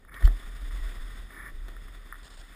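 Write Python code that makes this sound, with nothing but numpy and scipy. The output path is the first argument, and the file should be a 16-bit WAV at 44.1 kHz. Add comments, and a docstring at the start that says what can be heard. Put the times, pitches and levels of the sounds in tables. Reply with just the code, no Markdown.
"""On a slope of packed snow, a snowboarder with a helmet camera lands off a low ramp and glides on.
The landing and the ride shake the camera on its springy mount, making a deep thump and a rumble.
The board hisses as it crushes snow; its edge snaps the crust and throws up sprays.
The camera's plastic case rubs and ticks, and a soft wind blows round the helmet."""
import sys
import numpy as np
from scipy import signal
from scipy.fft import rfft, irfft
from scipy.io import wavfile

SR = 44100
rng = np.random.default_rng(int(sys.argv[2]) if len(sys.argv) > 2 else 0)


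def master_out(mix):
    """Clip the mix to full scale and print it as 16-bit PCM to the path in sys.argv[1]."""
    frames = np.transpose(np.atleast_2d(mix))
    ceiling = np.clip(frames, -1, 1)
    pcm = np.round(ceiling * 32767).astype(np.int16)
    wavfile.write(sys.argv[1], SR, pcm)


N = 112454
T = np.arange(N) / SR
FREQS = np.fft.rfftfreq(N, 1 / SR)


def amp(db):
    """Turns decibels into a number to multiply by."""
    return 10 ** (np.asarray(db) / 20)


def unit(x):
    """Scales a signal so that its average strength (rms) is 1."""
    return x / np.sqrt(np.mean(x ** 2) + 1e-20)


def level(points, **ends):
    """Joins (time [s], level [dB]) points into a volume curve."""
    return amp(np.interp(T, *np.transpose(points), **ends))


def colour(x, points):
    """Shapes bass and treble by (frequency [Hz], level [dB]) points, then scales to strength 1."""
    hz, db = np.transpose(points)
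    gain = amp(np.interp(np.log(FREQS + 1), np.log(hz), db))
    return unit(irfft(rfft(x) * gain, N))


def drift(hz):
    """A random wobble of strength 1, with little in it faster than hz."""
    return unit(irfft(rfft(rng.standard_normal(N)) * np.exp(-(FREQS / hz) ** 2), N))


def grains(per_s, spread_db):
    """Clicks of uneven size at random moments."""
    size = amp(spread_db * np.minimum(rng.exponential(1, N), 4))
    return unit(size * rng.choice([-1, 1], N) * (rng.random(N) < per_s / SR))


def mount_shake():
    """The camera sways on its mount; the landing jolts it and it rings until friction stops it."""
    # how hard the ride shakes the mount: (time [s], level [dB])
    shaking = [(0, -55), (.18, -46), (.38, -46), (.43, -42), (.47, -37), (.58, -39.5), (.63, -32),
               (.68, -33.5), (.74, -29), (.81, -31), (.88, -30.5), (.95, -40), (1.01, -35.5), (1.13, -42),
               (1.18, -36.5), (1.26, -39), (1.3, -54), (1.4, -47.5), (1.49, -47), (1.54, -38),
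               (1.62, -34.5), (1.74, -44), (1.93, -42), (2.04, -44.5), (2.18, -42.5), (2.27, -51),
               (2.41, -43), (2.55, -48)]
    # tone of the uneven jostling: (frequency [Hz], relative level [dB])
    jostle_tone = [(10, -13), (25, -2), (50, 0.5), (70, -7), (110, -22), (300, -60), (1000, -100)]
    sway_hz, ring_hz = 37.2, 39
    turns = np.cumsum(sway_hz * (1 + .14 * drift(hz=14.1))) / SR
    jostle = colour(rng.standard_normal(N), jostle_tone)
    sway = unit(unit(np.sin(2 * np.pi * turns)) + .37 * jostle) * level(shaking)
    jolt_s, jolt_width_s = .2548, .0049
    u = (T - jolt_s) / jolt_width_s
    jolt = amp(-8) * (1 - u ** 2) * np.exp(-u ** 2 / 2)
    peak_s, rise_s, fade_s, stop_s = .2598, .021, .31, .395
    t = T - peak_s
    swell = np.exp(-(np.minimum(t, 0) / rise_s) ** 2)
    fade = amp(-60 * np.maximum(t, 0) / fade_s)
    brake = np.clip((stop_s - T) * ring_hz, 0, 1)  # friction ends the ring within one swing
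    ring = amp(-10) * swell * fade * brake * np.cos(2 * np.pi * ring_hz * t)
    return sway + jolt + ring


def mount_clack():
    """The mount's stiff parts chatter at the hardest point of the landing."""
    # pitches at which they ring: (frequency [Hz], width [Hz], relative level [dB])
    rings = [(3010, 250, 1), (4470, 110, 0.5), (7550, 200, -5), (9200, 260, -16)]
    hit_s, width_s = .2555, .0033
    tone = sum(amp(db) / (1 + ((FREQS - hz) / width) ** 2) ** 2 for hz, width, db in rings)
    chatter = unit(irfft(rfft(rng.standard_normal(N)) * tone, N))
    return chatter * amp(-43) * np.exp(-((T - hit_s) / width_s) ** 2)


def board_glide():
    """The board crushes snow crystals: a grainy hiss that flutters over the ridges."""
    # loudness of the hiss: (time [s], level [dB])
    loudness = [(0, -65), (.1, -66.5), (.15, -56), (.3, -52.5), (.35, -51), (.55, -52), (.68, -50),
                (.93, -49.5), (1.07, -52.5), (1.18, -51.5), (1.28, -55.5), (1.62, -56.5), (1.7, -55),
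                (1.9, -56), (2.1, -57), (2.2, -55.5), (2.4, -58), (2.55, -53.5)]
    # its tone inside the camera case: (frequency [Hz], relative level [dB])
    tone = [(100, 0), (300, 0.5), (520, -9), (680, -5), (880, -12.5), (1150, -0.5), (1450, -1),
            (1650, -3.5), (1870, 3.5), (2200, -7), (2800, -12.5), (3200, -10.5), (3520, -1.5), (4050, -18),
            (4700, -16), (5250, -11.5), (5700, -26), (6300, -25.5), (6800, -13.5), (7700, -24),
            (8550, -10.5), (9300, -25.5), (10200, -12), (11400, -31.5), (12600, -28.5), (13850, -17.5),
            (14600, -17), (15200, -33)]
    crush = rng.standard_normal(N) + amp(-9) * grains(per_s=820, spread_db=2.5)
    flutter = amp(1.42 * drift(hz=33))
    return colour(crush * flutter, tone) * level(loudness)


def board_slaps():
    """The board hits the snow and rings for a moment."""
    # hits on the snow: (time [s], level [dB])
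    hits = [(.2085, -49), (.222, -46.5), (.2762, -37), (.308, -47.5), (1.684, -50)]
    # the board's own notes: (frequency [Hz], relative level [dB], time to fade by 60 dB [s])
    notes = [(171, -5.5, 0.063), (248, -2.5, 0.056), (339, -1.5, 0.061), (464, -7.5, .035),
             (664, -1, 0.044), (786, -7.5, 0.021)]
    slaps, t = np.zeros(N + SR), T[:SR // 6]
    for start, hit_db in hits:
        for hz, note_db, fade_s in notes:
            fade = amp(hit_db + note_db - 60 * t / fade_s)
            slaps[round(start * SR):][:len(t)] += fade * np.sin(2 * np.pi * hz * t)
    return slaps[:N]


def snow_sprays():
    """The board's edge throws short, bright gushes of snow, gritty with ice crumbs."""
    # gushes of snow: (start [s], length [s], level [dB])
    gushes = [(.198, 0.037, -60), (.236, 0.0545, -52), (0.253, 0.0073, -49), (2.226, 0.062, -55.5),
              (2.295, 0.073, -57.5), (2.365, 0.059, -55.5), (2.432, 0.073, -62.5)]
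    # their tone: (frequency [Hz], relative level [dB])
    tone = [(200, -3.5), (700, 2), (1800, 2.5), (2400, -8), (3500, 5), (4000, -2.5), (4500, -2), (4800, -2),
            (5250, 2), (6000, -22), (6900, 0), (8000, -10), (8600, 1), (9500, -16), (11500, -29),
            (15000, -19)]
    volume, ramp_s = np.zeros(N), .0081
    for start, length, db in gushes:
        inside_s = np.minimum(T - start, start + length - T)
        volume += amp(db) * np.clip(inside_s / min(ramp_s, length / 2), 0, 1)
    crumbs = rng.standard_normal(N) + amp(-3) * grains(per_s=700, spread_db=3)
    clumps = amp(1.3 * drift(hz=110))
    return volume * colour(crumbs * clumps, tone)


def crust_snaps():
    """Hard snow breaks under the edge in sudden, short bursts of noise."""
    # breaks in the crust: (time [s], level [dB])
    breaks = [(0.141, -46), (0.1438, -54), (.2005, -68), (.2095, -54), (.2235, -42.5), (0.2447, -42.5),
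              (0.272, -51), (0.2771, -54), (1.683, -47), (1.689, -58), (2.254, -48.5), (2.342, -52),
              (2.394, -53)]
    # their tone: (frequency [Hz], relative level [dB])
    tone = [(100, 15), (350, 9.5), (750, 0), (1500, -11), (3400, 5.5), (5000, -10.5), (6000, -10.5),
            (7000, -10), (8600, -9), (11500, -17), (15000, -15)]
    fade_s = .041
    bursts = sum(amp(db - 60 * np.maximum(T - s, 0) / fade_s) * (T >= s) for s, db in breaks)
    return bursts * colour(rng.standard_normal(N), tone)


def case_ring(knocked):
    """The plastic case rings briefly after one knock or one tiny slip; the peak is scaled to 1."""
    # its notes: (frequency [Hz], width [Hz], level when rubbed [dB], level when knocked [dB])
    notes = [(1194, 290, -3.5, 1.5), (1433, 260, -8.5, 0.5), (1818, 237, 2.5, 3), (2247, 240, -10.5, -35.5),
             (10096, 350, -10, -9), (10750, 220, -20, -13), (13250, 300, -31, -7), (13950, 420, -10.5, -16)]
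    ring, t = 0, T[:SR // 20]
    for k, (hz, width, rub_db, knock_db) in enumerate(notes):
        age = np.pi * width * t  # a wider note dies sooner
        wave = np.sin(2 * np.pi * hz * t + k * np.pi)  # every other note starts upside down
        ring += amp(knock_db if knocked else rub_db) * age * np.exp(-age) * wave
    return ring / abs(ring).max()


def case_ticks():
    """Single knocks ring the case, each followed by a brief rattle."""
    # knocks on the case: (time [s], peak level [dB])
    knocks = [(.049, -44.5), (0.119, -44), (.2095, -39), (.2755, -25.5), (0.7091, -40), (1.3064, -40),
              (1.389, -45), (1.4585, -58), (1.683, -40.5), (1.687, -42), (1.7655, -38), (1.882, -39.5),
              (2.1247, -26.5), (2.132, -40.5), (2.1418, -37), (2.1553, -40), (2.165, -48)]
    rattle_delay_s, rattle_fade_s = .004, .05
    force, t = np.zeros(N + SR), T[:SR // 10]
    for start, db in knocks:
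        knock = rng.standard_normal(len(t)) * amp(-31 - 60 * t / rattle_fade_s) * (t > rattle_delay_s)
        knock[0] = 1  # the hit itself, ahead of its rattle
        force[round(start * SR):][:len(t)] += amp(db) * knock
    return signal.fftconvolve(force, case_ring(knocked=True))[:N]


def case_rubs():
    """The plastic rubs in many tiny slips that keep the case ringing."""
    # three rubs, each a list of (time [s], level [dB])
    rubs = [
        [(.075, -63), (.095, -44.5), (.102, -65), (.112, -57), (.123, -52), (.15, -48.5), (.168, -42.5),
         (.2, -51.5), (.215, -49), (.226, -39), (.237, -46), (.27, -50), (.295, -81)],
        [(1.302, -60), (1.306, -52.5), (1.37, -47.5), (1.405, -45), (1.428, -48.5), (1.44, -45.5),
         (1.466, -44.5), (1.49, -49.5), (1.51, -54)],
        [(2.47, -71), (2.52, -60), (2.55, -56)],
    ]
    slips = grains(per_s=1500, spread_db=.5)
    ringing = unit(signal.fftconvolve(slips, case_ring(knocked=False))[:N])
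    return ringing * sum(level(rub, left=-np.inf, right=-np.inf) for rub in rubs)


def wind():
    """Air flows round the helmet with a soft, lumpy rush."""
    # rise and fall of the wind: (time [s], level [dB])
    loudness = [(0, -61), (.1, -60), (.155, -53.5), (.2, -63), (.226, -43), (.25, -66), (.285, -48.5),
                (.33, -55), (.45, -61), (.8, -59), (1.3, -59), (1.45, -54.5), (1.6, -61), (1.7, -55),
                (1.9, -61), (2.55, -67)]
    # its tone: (frequency [Hz], relative level [dB])
    tone = [(30, 0.5), (80, 5), (120, 0.5), (190, -4.5), (300, -3.5), (420, -6), (600, -12), (1000, -17),
            (3000, -43)]
    lumps = amp(.5 + .73 * drift(hz=75))
    return colour(rng.standard_normal(N), tone) * level(loudness) * lumps


def whine(shake, hz=12005):
    """A thin, high whine follows the shaking."""
    return amp(-42) * shake * np.sin(2 * np.pi * hz * T)


def scene():
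    """Adds all the sounds into one channel."""
    shake = mount_shake()
    mount = shake + mount_clack()
    snow = board_glide() + board_slaps() + snow_sprays() + crust_snaps()
    return (mount + snow + wind() + case_rubs() + case_ticks() + whine(shake))[None]


def record(dry):
    """Cuts away the highest treble."""
    cutoff_hz = 15450
    treble_cut = signal.firwin(511, cutoff_hz, window=("kaiser", 9), fs=SR)
    return signal.oaconvolve(dry, treble_cut[None], "same")


dry = scene()
out = record(dry)
master_out(out)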